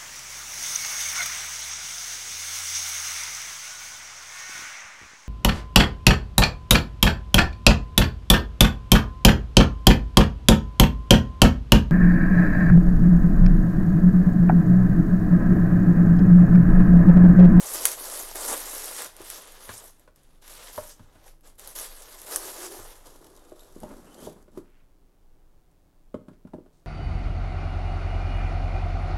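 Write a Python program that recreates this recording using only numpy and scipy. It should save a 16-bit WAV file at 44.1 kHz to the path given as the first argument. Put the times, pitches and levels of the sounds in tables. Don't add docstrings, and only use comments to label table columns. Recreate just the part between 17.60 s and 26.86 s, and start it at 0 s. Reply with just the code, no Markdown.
import sys
import numpy as np
from scipy import signal
from scipy.fft import rfft, irfft, next_fast_len
from scipy.io import wavfile
from scipy.ndimage import uniform_filter1d

SR = 44100
rng = np.random.default_rng(int(sys.argv[2]) if len(sys.argv) > 2 else 0)


def bounce(signal):
    frames = np.transpose(np.atleast_2d(signal))
    limited = np.clip(frames, -1, 1)
    pcm = np.round(limited * 32767).astype(np.int16)
    wavfile.write(sys.argv[1], SR, pcm)


N = 408366


def from_db(db):
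    return 10 ** (np.asarray(db) / 20)


def rms_one(x):
    return x / np.sqrt(np.mean(x ** 2) + 1e-20)


def drift(rate):
    knots = rng.standard_normal(int(rate * N / SR) + 3)
    return rms_one(np.interp(np.arange(N) * rate / SR, np.arange(len(knots)), knots))


def coloured(x, spectrum):
    size = next_fast_len(len(x) + 4096)
    size += size % 2
    hz, db = np.transpose(spectrum)
    octave = np.log2(np.maximum(np.fft.rfftfreq(size, 1 / SR), 1))
    below = np.maximum(np.log2(hz[0]) - octave, 0)
    above = np.maximum(octave - np.log2(hz[-1]), 0)
    level_db = np.interp(octave, np.log2(hz), db) - 20 * np.minimum(below + above, 2)
    gain = rms_one(from_db(level_db))
    cepstrum = irfft(np.log(gain))
    cepstrum[1:size // 2] *= 2
    cepstrum[size // 2 + 1:] = 0
    return irfft(rfft(x, size) * np.exp(rfft(cepstrum)), size)[:len(x)]


def band(x, low_hz, high_hz):
    edges = [low_hz, min(high_hz, .45 * SR)]
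    return signal.sosfilt(signal.butter(2, edges, "band", fs=SR, output="sos"), x)


def add(out, s, sound):
    start, sound = max(round(s * SR), 0), sound[max(-round(s * SR), 0):]
    out[start:start + len(sound)] += sound[:len(out) - start]


def grains(per_s, spread_db, ring_s, smooth):
    size_db = spread_db * np.minimum(rng.exponential(1, N), 4.5)
    energy = (rng.random(N) < per_s / SR) * from_db(size_db) ** 2
    energy = signal.lfilter([1], [1, -np.exp(-2 / (ring_s * SR))], energy + 1e-18)
    return rms_one(np.sqrt(energy / energy.mean() + smooth) * rng.standard_normal(N))


ATTACK_S, RELEASE_DB_PER_S = 0.013, 275


def movement(start_s, length_s, level_db, build_db=0):
    gain, t = np.zeros(N + SR), np.arange(int((length_s + .3) * SR)) / SR
    hold_db = level_db + build_db * (np.minimum(t / length_s, 1) - .5)
    release_db = RELEASE_DB_PER_S * np.maximum(t - length_s, 0)
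    add(gain, start_s, np.minimum(t / ATTACK_S, 1) * from_db(hold_db - release_db))
    return gain[:N]


def movements(rows):
    return np.sqrt(sum(movement(*row) ** 2 for row in rows))


# (frequency [Hz], relative density [dB])
AIR_SPECTRUM = [(32, -41), (55, -12.5), (159, -6.5), (232, -16.5), (267, -8.5), (339, -10.5), (439, -15.5),
                (850, -20), (934, -22), (1730, -29.5), (1900, -31.5), (15500, -43.5)]
# (frequency [Hz], relative density [dB])
RUMBLE_SPECTRUM = [(12, -12.5), (20, 5), (28, -3), (38, -21), (55, -18), (90, -26)]
AIR_DB, RUMBLE_DB, RUMBLE_WANDER_DB = -66.5, -54, 1.5


def backdrop():
    air = rms_one(coloured(rng.standard_normal(N + SR), AIR_SPECTRUM)[SR:])
    rumble = rms_one(coloured(rng.standard_normal(N + SR), RUMBLE_SPECTRUM)[SR:])
    return from_db(AIR_DB) * air + from_db(RUMBLE_DB + RUMBLE_WANDER_DB * drift(2.37)) * rumble


BUZZ_HZ, BUZZ_DB = 119.95, -79


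def buzz(low_hz=3500, jitter_s=.00004):
    spikes, times = np.zeros(N), np.arange(0, N / SR, 1 / BUZZ_HZ)
    times = times + jitter_s * rng.standard_normal(len(times))
    spikes[np.clip(times * SR, 0, N - 1).astype(int)] = 1
    highpass = signal.butter(1, low_hz, "high", fs=SR, output="sos")
    return from_db(BUZZ_DB) * rms_one(signal.sosfilt(highpass, spikes + 1e-18))


ROOM_T60_S = 0.28


def room(x, first_s, dull_hz):
    t = np.arange(int(.6 * SR)) / SR
    tail = rng.standard_normal(len(t)) * from_db(-60 * t / ROOM_T60_S) * (t > first_s)
    return signal.fftconvolve(x, band(tail / np.linalg.norm(tail), 67, dull_hz))[:N]


# (start [s], length [s], level [dB], centre [Hz])
BRUSH_STROKES = [(7.042, 0.17, -73, 1680), (7.703, 0.21, -80.5, 900), (9.12, 0.078, -76, 5500)]


def brushes(reach=1.63):
    friction = grains(per_s=180, spread_db=0.5, ring_s=.003, smooth=1.0)
    out = np.zeros(N)
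    for s, length, db, hz in BRUSH_STROKES:
        out += movement(s, length, db) * rms_one(band(friction, hz / reach, hz * reach))
    return out


# (start [s], length [s], level [dB])
WALL_GROANS = [(4.75, 0.16, -49.5), (4.97, 0.2, -48), (5.64, 0.039, -53)]
GROAN_HZ, GROAN_REACH = 369, 1.14


def groan():
    slips = grains(per_s=160, spread_db=6.0, ring_s=0.015, smooth=0.83)
    panel = band(slips, GROAN_HZ / GROAN_REACH, GROAN_HZ * GROAN_REACH)
    return movements(WALL_GROANS) * rms_one(panel)


# (start [s], length [s], level of the fundamental [dB], starting pitch [Hz], climb [Hz per s])
LID_SQUEAKS = [(5.775, 0.19, -77, 3560, 800), (5.99, .015, -62, 3800, 2480), (6.46, 0.063, -69, 2720, 4500),
               (6.563, 0.11, -62, 3010, 5000)]


def squeaks(waver_per_s=640, second_db=-6, third_db=-1):
    out, t = np.zeros(N), np.arange(N) / SR
    waver = drift(waver_per_s) + 1j * drift(waver_per_s)
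    stutter = rms_one(from_db(3 * drift(160)))
    for s, length, db, start_hz, climb_hz_per_s in LID_SQUEAKS:
        pitch_hz = start_hz + climb_hz_per_s * np.clip(t - s, 0, length)
        turn = np.exp(2j * np.pi * np.cumsum(pitch_hz) / SR)
        overtones = from_db(second_db) * turn ** 2 + from_db(third_db) * turn ** 3
        out += movement(s, length, db) * np.real(waver * (turn + overtones))
    return stutter * out


# (start [s], length [s], rasp [dB], build-up [dB],
# drone of the panels [dB], boom of the air inside [dB])
LID_SHOVES = [(5.445, 0.13, -56.5, -4, -55.5, -65), (5.602, 0.33, -63, -4, -58, -65.5),
              (5.947, 0.29, -61.5, -2, -59, -77), (6.201, 0.18, -60.5, 3, -52.5, -49.5),
              (6.39, 0.25, -61.5, 8, -54.5, -55.5), (6.594, 0.068, -53, 9, -53.5, -53),
              (6.686, .13, -68.5, -1.5, -59.5, -60), (6.908, 0.074, -68.5, 15, -61, -55)]
# (frequency [Hz], relative density [dB])
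RASP_SPECTRUM = [(1290, -24), (2200, -14), (3080, -6.5), (5450, -6), (7930, -4.5), (8890, -7.5),
                 (11300, -2.5), (15500, -21)]
DRONE_SPECTRUM = [(200, -11), (290, -5), (395, -2.5), (520, -5.5), (700, -8), (1000, -10.5), (1400, -14.5),
                  (2200, -25.5)]
BOOM_SPECTRUM = [(100, -13), (160, -3.5), (208, 2.5), (255, 3.5), (340, -8), (600, -47)]


def lid_slide():
    start, length, rasp_db, build_db, drone_db, boom_db = np.transpose(LID_SHOVES)
    rasp, drone, boom = (movements(zip(start, length, db, build_db)) for db in (rasp_db, drone_db, boom_db))
    catching = drift(45)
    fibres = grains(per_s=340, spread_db=5.0, ring_s=0.0032, smooth=0.98) * from_db(0.28 * catching)
    slips = grains(per_s=160, spread_db=1.0, ring_s=0.0075, smooth=1.0) * from_db(1.1 * catching)
    out = rasp * coloured(fibres, RASP_SPECTRUM)
    out += drone * coloured(slips, DRONE_SPECTRUM)
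    return out + boom * coloured(slips, BOOM_SPECTRUM)


# (frequency [Hz], relative level [dB])
BOX_MODES = [(88, -8), (106, 2.5), (162, -3), (208, 1.5), (250, 0), (298, -2), (345, 3.5), (395, -2),
             (473, -3), (560, -6), (610, 1), (670, -9.5), (800, -6), (895, -0.5), (990, -2), (1080, -6.5),
             (1276, -13), (1480, -40), (1690, -11), (2000, -13)]
BOX_T60_S, BOX_DAMPING = 0.14, 0.54


def box_ring(t, uneven_db, scatter_rad=1.0):
    chance = rng.standard_normal((len(BOX_MODES), 2))
    hz, db = np.transpose(BOX_MODES)[:, :, None]
    t60 = BOX_T60_S * 2 ** (-BOX_DAMPING * np.log2(hz / 200))
    heights = from_db(db + uneven_db * chance[:, :1] - 60 * t / t60)
    return np.sum(heights * np.sin(2 * np.pi * hz * t + scatter_rad * chance[:, 1:]), axis=0)


# (time [s], strength [dB], panel pitch [Hz], panel breadth [share of its pitch],
# then relative to the strength: weight [dB], edge tap [dB], tick before a common 1.5 dB cut [dB])
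BOX_KNOCKS = [(1.603, -48, 394, .32, -18, -15, -11), (2.091, -49, 547, 1, -1, 2.5, 5.5),
              (2.476, -60.5, 580, 0.21, -11, -3, -3.5), (3.178, -36.5, 567, 0.17, -16, -3, -16),
              (3.394, -62.5, 493, 0.53, 10, 2, -1.5), (3.554, -62.5, 670, 0.26, -0.5, -3, -2),
              (5.191, -50, 394, 0.19, -8.5, -6, -20), (5.919, -47, 480, 0.42, -24, -16, -31),
              (6.162, -47.5, 336, 0.42, -2, -20, -34), (6.233, -41.5, 607, 0.45, -2, -19, -31),
              (6.31, -51.5, 550, 0.21, -16, -5, -22), (6.62, -50.5, 464, 0.4, 3, -11, -24),
              (6.671, -39, 450, 0.59, -7, -31, -36), (6.762, -57.5, 439, .4, 2, -14, -22),
              (6.88, -59, 394, 0.62, -4, -11, -12), (6.974, -39, 350, 0.34, -8, -19, -34),
              (7.432, -77, 446, 0.58, 2, -13, -24), (8.543, -37, 458, .27, 1, -14, -25.5),
              (8.683, -51.5, 354, 0.4, 6.5, -8.5, -11.5), (8.714, -55.5, 350, 0.34, 1, -21, -25),
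              (8.732, -64, 420, 0.69, -5, -13, -9), (8.85, -54.5, 358, 0.73, 10, -15, -39),
              (8.872, -68.5, 352, 0.5, 13, 2, -1.5), (8.935, -42.5, 600, 0.39, 3, -16, -23),
              (8.983, -47, 370, 0.5, -10, -26, -37), (9.06, -60, 567, .45, 0, -11, -14)]
# (frequency [Hz], relative density [dB])
TICK_SPECTRUM = [(900, -31), (1500, 12.5), (2400, 1), (3500, -1.5), (6000, -8.5), (11000, -7.5),
                 (15000, -38)]
LID_ON_S, THUMP_OPEN_DB, THUMP_CLOSED_DB = 5.5, 1.5, -10.5


def knocks(flex_db=6, flex_s=0.0047, contact_s=0.00045, tick_s=0.013, scuff_db=12,
           crack_db=-14, crack_s=0.0039, body_db=-13):
    out, t = np.zeros(N), np.arange(int(.4 * SR)) / SR

    def at_level(db, x):
        return from_db(db) * x / np.sqrt(np.mean(x[t < .04] ** 2))

    for s, db, panel_hz, breadth, weight_db, tap_db, tick_db in BOX_KNOCKS:
        ring = box_ring(t, uneven_db=1.3) * (1 - np.exp(-t / contact_s))
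        flexed = ring * (1 + from_db(flex_db) * np.exp(-t / flex_s))
        scuff = rng.standard_normal(len(t)) * np.exp(-t / tick_s)
        edge = flexed + from_db(scuff_db) * scuff
        tap = band(band(edge, 780, 1500), 650, 6000)
        crack = band(rng.standard_normal(len(t)) * np.exp(-t / crack_s), 1200, 2800)
        panel = band(flexed, panel_hz / (1 + breadth), panel_hz * (1 + breadth))
        thump_db = THUMP_OPEN_DB if s < LID_ON_S else THUMP_CLOSED_DB
        knock = at_level(db, panel) + at_level(db + body_db, flexed)
        knock += at_level(db + weight_db + thump_db, band(ring, 64, 140))
        knock += at_level(db + weight_db, band(flexed, 167, 287))
        knock += at_level(db + tap_db, tap) + at_level(db + tap_db + crack_db, crack)
        knock += at_level(db + tick_db - 1.5, coloured(scuff, TICK_SPECTRUM))
        add(out, s, knock)
    return out


# (start [s], length [s], crinkle [dB], build-up over the stroke [dB],
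# extra swish [dB], extra flutter of the sheet [dB])
PAPER_STROKES = [(-0.03, 0.19, -38, 4, -2, -0.5), (0.135, 0.19, -35.5, 1, 1, .5),
                 (0.36, 0.076, -40, 6, -3.5, -2.5), (0.439, 0.17, -38, 2, -.5, 2),
                 (0.615, 0.11, -43, -1, 0.5, -0.5), (0.743, .123, -35.5, 4.5, -1, 3.5),
                 (0.87, .075, -33, -2, 2.5, 5), (0.961, 0.42, -39.5, -0.5, 1.5, -1),
                 (1.372, 0.08, -38.5, -4.5, 5.5, 0.5), (1.495, .13, -62, 16, 6.5, 4),
                 (1.633, .14, -45, 4, 1.5, -3.5), (1.772, 0.28, -55.5, -4, 4, 1),
                 (1.995, 0.13, -50.5, 5, 1, -1.5), (2.126, 0.16, -49.5, -7.5, -0.5, -3.5),
                 (2.32, 0.12, -71, 0, 0, -2), (2.551, 0.23, -73, -4, 2.5, -2),
                 (2.811, 0.075, -59, 7, 5.5, -1.5), (2.889, 0.21, -49, 2, 4, -2.5),
                 (3.117, 0.19, -48.5, -3.5, -1, -5), (3.33, 0.296, -72, 6, 3.5, 4),
                 (3.624, 0.056, -62, 10, 1.5, 1), (3.826, 0.047, -61, 11, 0.5, 0),
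                 (3.978, 0.14, -50.5, 0, -1, -1.5), (4.147, 0.11, -41, -4, 1, -1.5),
                 (4.28, 0.44, -50.5, 2.5, 0.5, -1), (4.657, 0.088, -38.5, 10.5, -1.5, 1.5),
                 (4.759, 0.15, -43.5, 3, 2.5, 2.5), (4.922, 0.14, -44.5, 7, 1.5, 3),
                 (5.099, 0.12, -46.5, -3, 0, 2), (5.241, 0.084, -53, 2, 2, 2),
                 (5.343, 0.11, -59.5, -10, 0, 2)]


def stroke_effort():
    return movements(row[:4] for row in PAPER_STROKES)


# (time [s], peak before a common 3.5 dB cut [dB])
SNAPS_AND_TICKS = [(0.319, -24), (0.7572, -18), (0.942, -16), (1.258, -19), (1.3127, -24), (1.4454, -18.5),
                   (1.5658, -26.5), (1.617, -26), (1.9216, -30), (2.396, -39), (2.5601, -41), (2.634, -42),
                   (2.823, -43), (2.8786, -27.5), (3.809, -45), (3.9954, -26.5), (4.0748, -21),
                   (4.154, -27), (4.1875, -20), (4.617, -24), (5.1088, -32), (6.0092, -41), (6.2027, -34.5),
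                   (7.102, -53), (8.115, -56)]
# (frequency [Hz], relative density [dB])
CRINKLE_SPECTRUM = [(2500, -29.5), (4000, -8.5), (5500, -3.5), (8000, -2), (9800, -0.5), (11500, 1),
                    (13000, -4.5), (15500, -17)]
SWISH_SPECTRUM = [(900, -3), (1400, -0.5), (1900, -0.5), (2400, -4), (3300, -0.5), (4500, -4), (7000, -6.5)]
SNAPS_PER_S, SNAP_OVER_DB, SNAP_SPREAD_DB = 9, 8, 12


def snaps_and_ticks(effort, snap_s=0.0005, settle_s=0.0089, settle_db=-14, cut_db=-3.5):
    out, t = np.zeros(N), np.arange(int(.05 * SR)) / SR
    shape = np.exp(-t / snap_s) + from_db(settle_db) * np.exp(-t / settle_s)
    over_db = SNAP_OVER_DB + SNAP_SPREAD_DB * rng.standard_normal(N)
    random_peaks = (rng.random(N) < SNAPS_PER_S / SR) * effort * from_db(over_db)
    snaps = [(s, from_db(db)) for s, db in SNAPS_AND_TICKS]
    snaps += [(i / SR, random_peaks[i]) for i in np.flatnonzero(random_peaks)]
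    noise = rng.standard_normal(N + SR)
    for s, peak in snaps:
        burst = shape * noise[round(s * SR):][:len(t)]
        snap = coloured(burst, CRINKLE_SPECTRUM) + from_db(-10) * coloured(burst, SWISH_SPECTRUM)
        add(out, s, peak * from_db(cut_db) * snap / np.abs(snap).max())
    return out


def facets(x, shifts_per_s=28, width_hz=1000, depth=.32):
    out = x.copy()
    for hz in np.linspace(3500, 12500, num=11):
        peak = signal.lfilter(*signal.iirpeak(hz, hz / width_hz, fs=SR), x)
        out += depth * drift(shifts_per_s) * peak
    return rms_one(out)


# (frequency [Hz], relative density [dB])
FLUTTER_SPECTRUM = [(90, -41), (200, -16.5), (300, -7.5), (480, -0.5), (700, -2.5), (1000, -4.5),
                    (1400, -10), (2200, -17), (4000, -39)]
FIRM_DB, SWISH_DB, FLUTTER_DB = -40.5, -49, -47.5
SWISH_FOLLOWS, FLUTTER_FOLLOWS = 0.79, 0.7


def paper(effort):
    start, length, db, build_db, more_swish_db, more_flutter_db = np.transpose(PAPER_STROKES)

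    def following(firm_level_db, share):
        level_db = firm_level_db + share * (db - FIRM_DB)
        return movements(zip(start, length, level_db, share * build_db))

    clumps = drift(70)
    buckling = grains(per_s=650, spread_db=2.0, ring_s=0.0024, smooth=0.83)
    pops = from_db(-11.0) * grains(per_s=90, spread_db=1.0, ring_s=0.00056, smooth=0.0122)
    crinkle = effort * from_db(0.07 + 0.5 * clumps) * facets(coloured(buckling + pops, CRINKLE_SPECTRUM))
    sliding = grains(per_s=1200, spread_db=0.5, ring_s=0.0019, smooth=.4)
    swish = following(SWISH_DB + more_swish_db, SWISH_FOLLOWS) * from_db(1.2 * clumps)
    swish *= coloured(sliding + pops, SWISH_SPECTRUM)
    flapping = grains(per_s=300, spread_db=3.5, ring_s=0.012, smooth=0.64)
    flutter = following(FLUTTER_DB + more_flutter_db, FLUTTER_FOLLOWS) * from_db(0.35 * clumps)
    flutter *= coloured(flapping, FLUTTER_SPECTRUM)
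    return crinkle + swish + flutter


def scene():
    bumps = knocks()
    effort = stroke_effort()
    rustle = brushes() + groan() + squeaks() + lid_slide() + snaps_and_ticks(effort) + paper(effort)
    tail = room(from_db(-10.0) * rustle + from_db(-7.5) * bumps, first_s=0.00075, dull_hz=13500)
    return (backdrop() + buzz() + tail + bumps + rustle)[None]


CUTOFF_HZ = 15800


def record(dry):
    return signal.sosfilt(signal.ellip(12, .1, 80, CUTOFF_HZ, fs=SR, output="sos"), dry)


dry = scene()
out = record(dry)
bounce(out)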